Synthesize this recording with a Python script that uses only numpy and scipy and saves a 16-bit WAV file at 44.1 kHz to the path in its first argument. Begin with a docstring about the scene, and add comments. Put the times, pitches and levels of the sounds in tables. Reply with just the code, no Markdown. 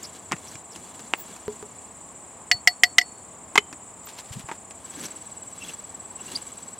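"""A hand-cranked steel probe bores into a hay bale, close to a stereo microphone in an open field.
Dry stalks scrape, squeak and snap on the turning tube, and the brace knocks. Four sharp taps of a rod
ram the core out and set the tube ringing; the rod drops on stony ground, and the boring resumes.
All round, ground crickets trill with their wings over a soft, distant hum; one is near the
microphone during the second boring."""
import sys
import numpy as np
from scipy import signal
from scipy.fft import rfft, irfft, next_fast_len
from scipy.io import wavfile
from scipy.ndimage import map_coordinates

SR = 44100
rng = np.random.default_rng(int(sys.argv[2]) if len(sys.argv) > 2 else 0)


def persist_wave(psi):
    """Save psi, clipped to +-1, as 16-bit WAV."""
    counts = np.round(np.clip(psi, -1, 1) * 32767).astype(np.int16)
    wavfile.write(sys.argv[1], SR, np.atleast_2d(counts).T)


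N = 299439
TOP_HZ = 16000  # the recorder's band limit


def amp(db):
    """Decibels to gain."""
    return 10 ** (np.asarray(db) / 20)


def unit(x):
    """Scale to rms 1."""
    return x / np.sqrt(np.mean(x ** 2) + 1e-20)


def along(points, hz):
    """Interpolate (frequency [Hz], value) points on a log frequency axis."""
    freqs, values = np.transpose(points)
    return np.interp(np.log(hz + 1), np.log(freqs + 1), values)


def wobble(rate):
    """A smooth random curve with `rate` knots a second."""
    knots = rng.standard_normal(int(N * rate / SR) + 4)
    return map_coordinates(knots, [np.arange(N) * rate / SR])


def filtered(x, response):
    """Filter x by a gain given as a function of frequency."""
    size = next_fast_len(N + SR // 4)
    return irfft(rfft(x, size) * response(np.fft.rfftfreq(size, 1 / SR)), size)[..., :N]


def struck(force, colour_db):
    """A short force through a causal (minimum-phase) colour."""
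    size = 8192
    cepstrum = irfft(np.log(amp(colour_db(np.fft.rfftfreq(size, 1 / SR)))))
    cepstrum[1:size // 2] *= 2
    cepstrum[size // 2 + 1:] = 0
    return irfft(rfft(force, size) * np.exp(rfft(cepstrum)))


def burst(t60):
    """Dying noise of energy 1."""
    t = np.arange(SR // 8) / SR
    noise = rng.standard_normal(len(t)) * np.exp(-np.log(1000) * t / t60)
    return noise / np.linalg.norm(noise)


def ring(hz, t60, phase=0):
    """One dying mode."""
    t = np.arange(SR // 2) / SR
    return np.sin(2 * np.pi * hz * t + phase) * np.exp(-np.log(1000) * t / t60)


def add(track, s, sound):
    """Mix a sound into a track at s seconds."""
    part = track[max(round(s * SR), 0):][:len(sound)]
    part += sound[:len(part)]


def rush(spectrum):
    """Steady noise of rms 1 with a fairly narrow stereo image."""
    # the open field at the microphone: (frequency [Hz], left-right correlation)
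    likeness = [(100, .88), (500, .87), (2000, .82), (7500, .85), (14000, .9)]

    def mid_side_gains(hz):
        angle = np.arccos(along(likeness, hz)) / 2
        return amp(along(spectrum, hz)) * [np.cos(angle), np.sin(angle)]

    mid, side = filtered(rng.standard_normal((2, N)), mid_side_gains)
    return unit(np.array([mid + side, mid - side]))


def grains(spectrum, snaps_per_s, size_db, crackle_gain):
    """Tiny snaps of uneven size on a bed of rubbing noise, coloured, rms 1."""
    breaks = rng.random(N) < snaps_per_s / SR
    sizes = amp(size_db * np.minimum(rng.exponential(size=N), 4))
    crackle = unit(breaks * sizes * rng.standard_normal(N))
    rubbing = crackle_gain * crackle + rng.standard_normal(N)
    return unit(filtered(rubbing, lambda hz: amp(along(spectrum, hz))))


def crank_effort(release_s=0.062, drag_s=0.41):
    """Each push swells to its peak and lets go quickly; the tube drags on more quietly."""
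    # pushes on the crank: (peak time [s], level [dB], swell [s], drag relative to the peak [dB])
    pushes = [(.04, -47.5, 0.12, -22), (.16, -50, 0.065, -20), (.52, -48.5, 0.21, -26),
              (0.759, -48, 0.043, -3), (1.0, -55.5, 0.13, -0.5), (1.33, -48, 0.13, -9),
              (1.55, -53.5, 0.094, -3), (5.039, -38.5, 0.1, -11), (5.682, -41, 0.085, -10),
              (6.34, -40, 0.09, -7.5)]
    t, power = np.arange(N) / SR, np.zeros(N)
    for s, db, swell, drag_db in pushes:
        before, after = np.maximum(s - t, 0), np.maximum(t - s, 0)
        fall = np.maximum(np.exp(-after / release_s), amp(drag_db) * np.exp(-after / drag_s))
        power += (amp(db) * np.exp(-before / swell) * fall) ** 2
    return np.sqrt(power)


def hay_scrape(clump_db=1, shift_db=3, bale_db=-5):
    """Stalks rub on the turning tube, whose resonances flare as the contact shifts; the bale grumbles."""
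    # dry stalks on steel: (frequency [Hz], level [dB])
    spectrum = [(50, -29.5), (120, -2), (280, -6.5), (520, -1), (1200, -3.5), (3000, -5.5), (5000, -8.5),
                (6500, -2), (8500, -2), (12000, -10.5), (16000, -20)]
    # resonances of the tube: (frequency [Hz], width [Hz], boost [dB])
    resonances = [(1640, 197, 6.5), (2240, 180, 6), (2870, 250, 5.5), (3390, 230, 8), (4030, 240, 8.5),
                  (4570, 160, 8), (5480, 128, 5.5), (6030, 230, 5.5)]
    stalks = grains(spectrum, snaps_per_s=2007, size_db=3, crackle_gain=1)
    scrape = stalks
    for hz, width, db in resonances:
        mode = filtered(stalks, lambda f: 1j * f * width / (hz ** 2 - f ** 2 + 1j * f * width))
        scrape = scrape + (amp(db) - 1) * amp(shift_db * wobble(35)) * mode
    bale = rush([(80, -23.5), (170, 2), (330, -1.5), (550, -10), (1500, -39.5)])
    return crank_effort() * amp(clump_db * wobble(60)) * (unit(scrape) + amp(bale_db) * bale)


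def outdoors(hum_db=-48.5, drift_db=0.6, hiss_db=-61):
    """A distant low hum that drifts a little, and a faint even hiss."""
    # the hum across the field: (frequency [Hz], level [dB])
    spectrum = [(20, -46), (45, -22), (62, -4), (95, 0.5), (130, -5.5), (215, -0.5), (330, -4.5), (560, -5),
                (640, -2.5), (1130, -4), (1400, -14), (2200, -16), (4000, -26), (6000, -40), (9000, -70)]
    hum = amp(hum_db + drift_db * wobble(2.94)) * rush(spectrum)
    hiss = rush([(1500, -2.5), (4000, -5.5), (6000, 1.5), (10000, 2), (12000, -10.5), (16000, -8.5)])
    return hum + amp(hiss_db) * hiss


def crickets(stroke_s=0.02226, vary_db=1, chorus_db=-51.5, waver_hz=70):
    """Each wing stroke is a short tone that arches and droops as the wing slows; far ones merge."""
    # single crickets, the nearest last:
    # (start [s], end [s], stroke rate [1/s], pitch [Hz], level [dB], timing scatter [s])
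    singers = [(.058, 4.8, 15.72, 7850, -42.5, .003), (.023, 4.8, 30.74, 7330, -43.5, .003),
               (.03, 6.79, 19.72, 8600, -47.5, .002), (.04, 6.79, 14, 9500, -57, .012),
               (4.842, 6.79, 19.11, 7850, -33.5, .0004)]
    # the far chorus: (frequency [Hz], level [dB])
    chorus_band = [(5500, -31.5), (6500, -14.5), (7150, 3), (7900, 6.5), (8700, -4.5), (9600, -3.5),
                   (10400, -28.5), (12000, -35)]
    singles = np.zeros(N)
    progress = np.linspace(0, 1, int(stroke_s * SR))
    arch = 1 - .3 * (progress - .4) ** 2
    for start, end, rate, hz, db, scatter in singers:
        times = np.arange(start, end, 1 / rate)
        waver = np.pad(waver_hz * wobble(900), (0, len(progress)))
        for s, (late, sharp, soft) in zip(times, rng.standard_normal((len(times), 3))):
            pitch = hz * (arch + 0.0024 * sharp) + waver[int(s * SR):][:len(progress)]
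            stroke = np.sin(np.pi * progress) * np.sin(2 * np.pi * np.cumsum(pitch) / SR)
            add(singles, s + scatter * late, amp(db - vary_db * soft) * stroke)
    chorus = amp(chorus_db + 1.9 * wobble(45)) * rush(chorus_band)
    return singles * amp([[.7], [-.7]]) + chorus  # single crickets sit a little to the left


def squeaks(rasp_db=3, overtone_db=-14):
    """Steel sticks and slips: brief gliding tones, unsteady in pitch and strength."""
    # slips of the probe: (time [s], level [dB], length [s], pitch [Hz], glide [octaves], waver [Hz])
    slips = [(.027, -30.5, 0.011, 7200, -.25, 300), (0.03, -34.5, 0.041, 5160, -0.065, 480),
             (.473, -42, .025, 5830, 0.06, 250), (0.706, -46, .04, 5370, -0.27, 350),
             (.745, -44, 0.028, 3000, -.15, 350), (1.162, -37, 0.086, 15500, 0, 130),
             (4.048, -39, .028, 14400, -0.17, 250), (5.047, -31.5, .021, 5940, -.086, 200),
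             (5.6, -37.5, 0.052, 2730, 0, 90), (5.641, -39, 0.019, 3290, 0.2, 90),
             (5.679, -37.5, 0.0344, 2850, .38, 130), (6.178, -47, 0.043, 2780, 0.155, 90),
             (6.274, -40, 0.025, 2750, 0, 90), (6.349, -25.5, 0.0086, 4380, 0.17, 300),
             (6.352, -20, 0.018, 4770, 0.047, 100)]
    out = np.zeros(N)
    waver = wobble(900)
    for s, db, length, hz, glide, waver_hz in slips:
        progress = np.linspace(0, 1, int(length * SR))
        pitch = hz * 2 ** (glide * (progress - .5)) + waver_hz * waver[int(s * SR):][:len(progress)]
        phase = 2 * np.pi * np.cumsum(pitch) / SR
        overtone = amp(overtone_db) * (2 * hz < TOP_HZ) * np.sin(2 * phase)
        add(out, s, amp(db) * np.sin(np.pi * progress) ** 2 * (np.sin(phase) + overtone))
    return out * unit(amp(rasp_db * wobble(1200)))


def blow(rattle_db, t60, pitch_hz, peak_db, bass_db, treble_db, width=0.24, bass_hz=350, treble_hz=3800):
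    """One sharp blow and a short rattle, with one broad resonance of its own."""
    # the colour common to knocks and snaps: (frequency [Hz], level [dB])
    spectrum = [(25, -44.5), (150, -11), (330, -1), (560, -10), (800, -1.5), (2300, -6), (4200, -13.5),
                (7200, -8.5), (10500, -22.5), (16000, -37)]
    force = amp(rattle_db) * burst(t60)
    force[0] += 1  # the blow, ahead of its rattle

    def colour_db(hz):
        detuning = 2 * (hz / pitch_hz - 1) / width
        peak = 10 * np.log10(1 + (amp(peak_db) ** 2 - 1) / (1 + detuning ** 2))
        bass = bass_db / (1 + (hz / bass_hz) ** 4)
        treble = treble_db * (1 - 1 / (1 + (hz / treble_hz) ** 6))
        return along(spectrum, hz) + peak + bass + treble

    return struck(force, colour_db)


def knocks():
    """Brace and rod knock on bale and ground, each contact with its own colour."""
    # contacts: (time [s], level [dB], rattle [dB], rattle t60 [s], pitch [Hz],
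    # resonance [dB], bass [dB], treble [dB])
    contacts = [(0.3148, -5.5, 2.5, .042, 2000, 9.5, 17, -8), (0.3204, 11, -2.5, 0.02, 1060, 9, -8, 0),
                (.327, 0.5, 8, 0.049, 2050, 10.5, 7, -7), (1.137, 18, -12, 0.047, 2830, 11, -7.5, -12),
                (3.556, 16.5, 3.5, 0.037, 920, 5.5, -9.5, -4.5),
                (3.5776, 15, 5.5, 0.038, 3200, 8.5, -9.5, -0.5), (4.488, -2.5, 6, 0.13, 900, 10, 0, -11.5),
                (4.515, 2.5, 1.5, .06, 953, 7, 5, -10)]
    out = np.zeros(N)
    for s, db, *colour in contacts:
        add(out, s, amp(db) * blow(*colour))
    return out


def thuds(skew_rad=0.3):
    """Soft contacts give a few low cycles, a little out of step on the microphone's two sides."""
    # boots and hands: (time [s], level [dB], pitch [Hz], length [s])
    contacts = [(.331, -29.5, 170, 0.019), (.548, -38.5, 129, 0.019), (2.54, -36.5, 109, 0.02),
                (3.577, -30.5, 205, 0.016), (4.305, -32, 111, 0.017), (4.352, -32, 124, 0.039),
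                (4.368, -28.5, 173, 0.014), (4.395, -35, 202, 0.011), (4.437, -36.5, 105, 0.017),
                (4.969, -38.5, 292, 0.028), (6.334, -40, 262, 0.031)]
    left, right = np.zeros((2, N))
    for s, db, hz, length in contacts:
        t = np.arange(int(length * SR)) / SR
        push = amp(db) * np.sin(np.pi * t / length)
        add(left, s, push * np.sin(2 * np.pi * hz * t + skew_rad))
        add(right, s, push * np.sin(2 * np.pi * hz * t - skew_rad))
    return np.array([left, right])


def stalk_snaps():
    """Dry stalks break with a brief bright crackle, each at its own pitch."""
    # breaking stalks: (time [s], level [dB], pitch [Hz])
    breaks = [(.365, -15.5, 2600), (.555, -12, 2300), (.761, -12.5, 9000), (.994, -12, 2600),
              (1.006, -20, 11000), (1.365, -15.5, 11500), (3.728, -9, 2300), (4.072, -15, 1420),
              (4.19, -11, 4000), (4.709, -13, 2400), (5.056, -12, 5900)]
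    out = np.zeros(N)
    for s, db, hz in breaks:
        crackle = blow(rattle_db=3, t60=0.039, pitch_hz=hz, peak_db=8.5, bass_db=10, treble_db=5)
        add(out, s, amp(db) * crackle)
    return out


def jar_bumps():
    """A click on the wall of the plastic sample jar sets the air inside ringing."""
    # bumps on the jar: (time [s], level [dB], click relative to that level [dB])
    bumps = [(1.4806, -21.5, 17), (1.6268, -33.5, 23)]
    # the air in the jar: (frequency [Hz], level [dB], t60 [s])
    modes = [(227.5, -16, 0.26), (421, 0.5, 0.12), (988, -15, 0.077)]
    click_colour = [(30, -41), (120, -30), (1000, 9.5), (3000, -8.5), (15000, -22)]
    click = struck([1], lambda hz: along(click_colour, hz))
    hollow = sum(amp(db) * ring(hz, t60) for hz, db, t60 in modes)
    out = np.zeros(N)
    for s, db, click_db in bumps:
        add(out, s, amp(db) * hollow)
        add(out, s, amp(db + click_db) * click)
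    return out


def clang(modes, vary_db, attack_s):
    """Steel modes swell during the contact, at new strengths and phases for each blow."""
    t = np.arange(SR // 2) / SR
    offsets_db = vary_db * rng.standard_normal(len(modes))
    phases = rng.uniform(0, 2 * np.pi, len(modes))
    ringing = sum(amp(db + offset) * ring(hz, t60, phase)
                  for (hz, db, t60), offset, phase in zip(modes, offsets_db, phases))
    return ringing * (1 - np.exp(-t / attack_s))


def rod_taps(clatter_t60=0.028, clatter_boost_db=26.5):
    """The rod clatters in the tube, which rings as freely as the grip allows until the rod chokes it."""
    # rod strikes: (time [s], level [dB], steel ring [dB], clatter before boost [dB], free ringing [s])
    strikes = [(2.514, -4, 7.5, -10, 0.089), (2.674, 1, -3.5, -12.5, 0.12),
               (2.8348, 0.5, -3.5, -9.5, 0.097), (2.9832, -1, -7, -6.5, 0.35),
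               (3.0128, -14.5, -15, -20, .2)]
    # the tube with the rod in it: (frequency [Hz], level [dB], t60 [s])
    tube = [(720, -22.5, .1), (1526, -34.5, 0.014), (1962, -3.5, 0.045), (2061, -0.5, .024),
            (2310, -21.5, 0.0071), (2897, -13.5, 0.031), (3520, -14, 0.022), (4430, -18.5, 0.14),
            (4423, -46, 0.67), (4432, -53, 0.64), (4600, -25, 0.1), (4940, -14.5, 0.046),
            (5500, -9.5, 0.028), (5570, -59, .5), (5900, -23, .025), (7400, -14.5, 0.033),
            (8350, -24.5, 0.051), (12450, -31.5, 0.072)]
    clatter_colour = [(100, -25), (1000, -15.5), (1600, 3.5), (3000, 6), (4000, -3), (6500, 0.5),
                      (9000, -17), (16000, -30)]
    out, t = np.zeros(N), np.arange(SR // 2) / SR
    for s, db, ring_db, clatter_db, free_s in strikes:
        # the steel ring is carried by the short-lived modes near 4.5 kHz
        modes = [(hz, level + ring_db * (4000 < hz < 4800 and t60 < .3), t60) for hz, level, t60 in tube]
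        choke = 1 / (1 + (t / free_s) ** 8)
        add(out, s, amp(db) * clang(modes, vary_db=1, attack_s=0.001024) * choke)
        clatter = struck(burst(clatter_t60), lambda hz: along(clatter_colour, hz))
        add(out, s, amp(db + clatter_db + clatter_boost_db) * clatter)
    return out


def dropped_rod():
    """Each end of the rod hits a stone and rings."""
    # one end lands, then the other: (time [s], level [dB])
    landings = [(3.557, -15.5), (3.579, 1.5)]
    # the bare rod: (frequency [Hz], level [dB], t60 [s])
    modes = [(213, -28.5, 0.035), (413, -18.5, 0.052), (1295, -15, 0.023), (2126, 0, 0.017),
             (2460, -5, 0.016), (3015, -11.5, 0.044), (3075, -53, 0.57), (4160, -20.5, 0.034)]
    out = np.zeros(N)
    for s, db in landings:
        add(out, s, amp(db) * clang(modes, vary_db=4, attack_s=0.0006))
    return out


def dry_grass(clump_db=3):
    """Dry grass crackles as the tools are gathered; each grab swells and fades evenly."""
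    # a hand in grass and stones: (peak time [s], level [dB], half-width [s])
    grabs = [(4.12, -51.5, 0.098), (4.19, -41.5, 0.015), (4.277, -54, 0.056), (4.34, -40.5, 0.014),
             (4.394, -46, 0.028), (4.51, -54, 0.076)]
    colour = [(100, -14), (500, -4.0), (2500, 4), (6000, 0.5), (9000, -1.5), (16000, -15)]
    t = np.arange(N) / SR
    touch = sum(amp(db) * np.exp(-((t - s) / half_width) ** 2) for s, db, half_width in grabs)
    clumps = amp(clump_db * wobble(70))
    return touch * clumps * grains(colour, snaps_per_s=1000, size_db=3.5, crackle_gain=0.91)


def reflections(x, t60=0.12):
    """Bales and ground scatter a short answer, different on each side of the microphone."""
    return np.array([signal.fftconvolve(x, burst(t60))[:N] for _ in range(2)])


def scene():
    """The work close in front of the microphone, the field all round."""
    blows = rod_taps() + dropped_rod() + knocks() + stalk_snaps() + jar_bumps()
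    field = hay_scrape() + dry_grass() + squeaks() + thuds() + outdoors()
    lean_left = amp([[.45], [-.45]])
    return blows + amp(-26) * reflections(blows) + field * lean_left + crickets()


def record(dry):
    """The loudest taps overload the recorder, which keeps nothing above its band limit."""
    return filtered(np.clip(dry, -1, 1), lambda hz: 1 / np.sqrt(1 + (hz / TOP_HZ) ** 120))


dry = scene()
out = record(dry)
persist_wave(out)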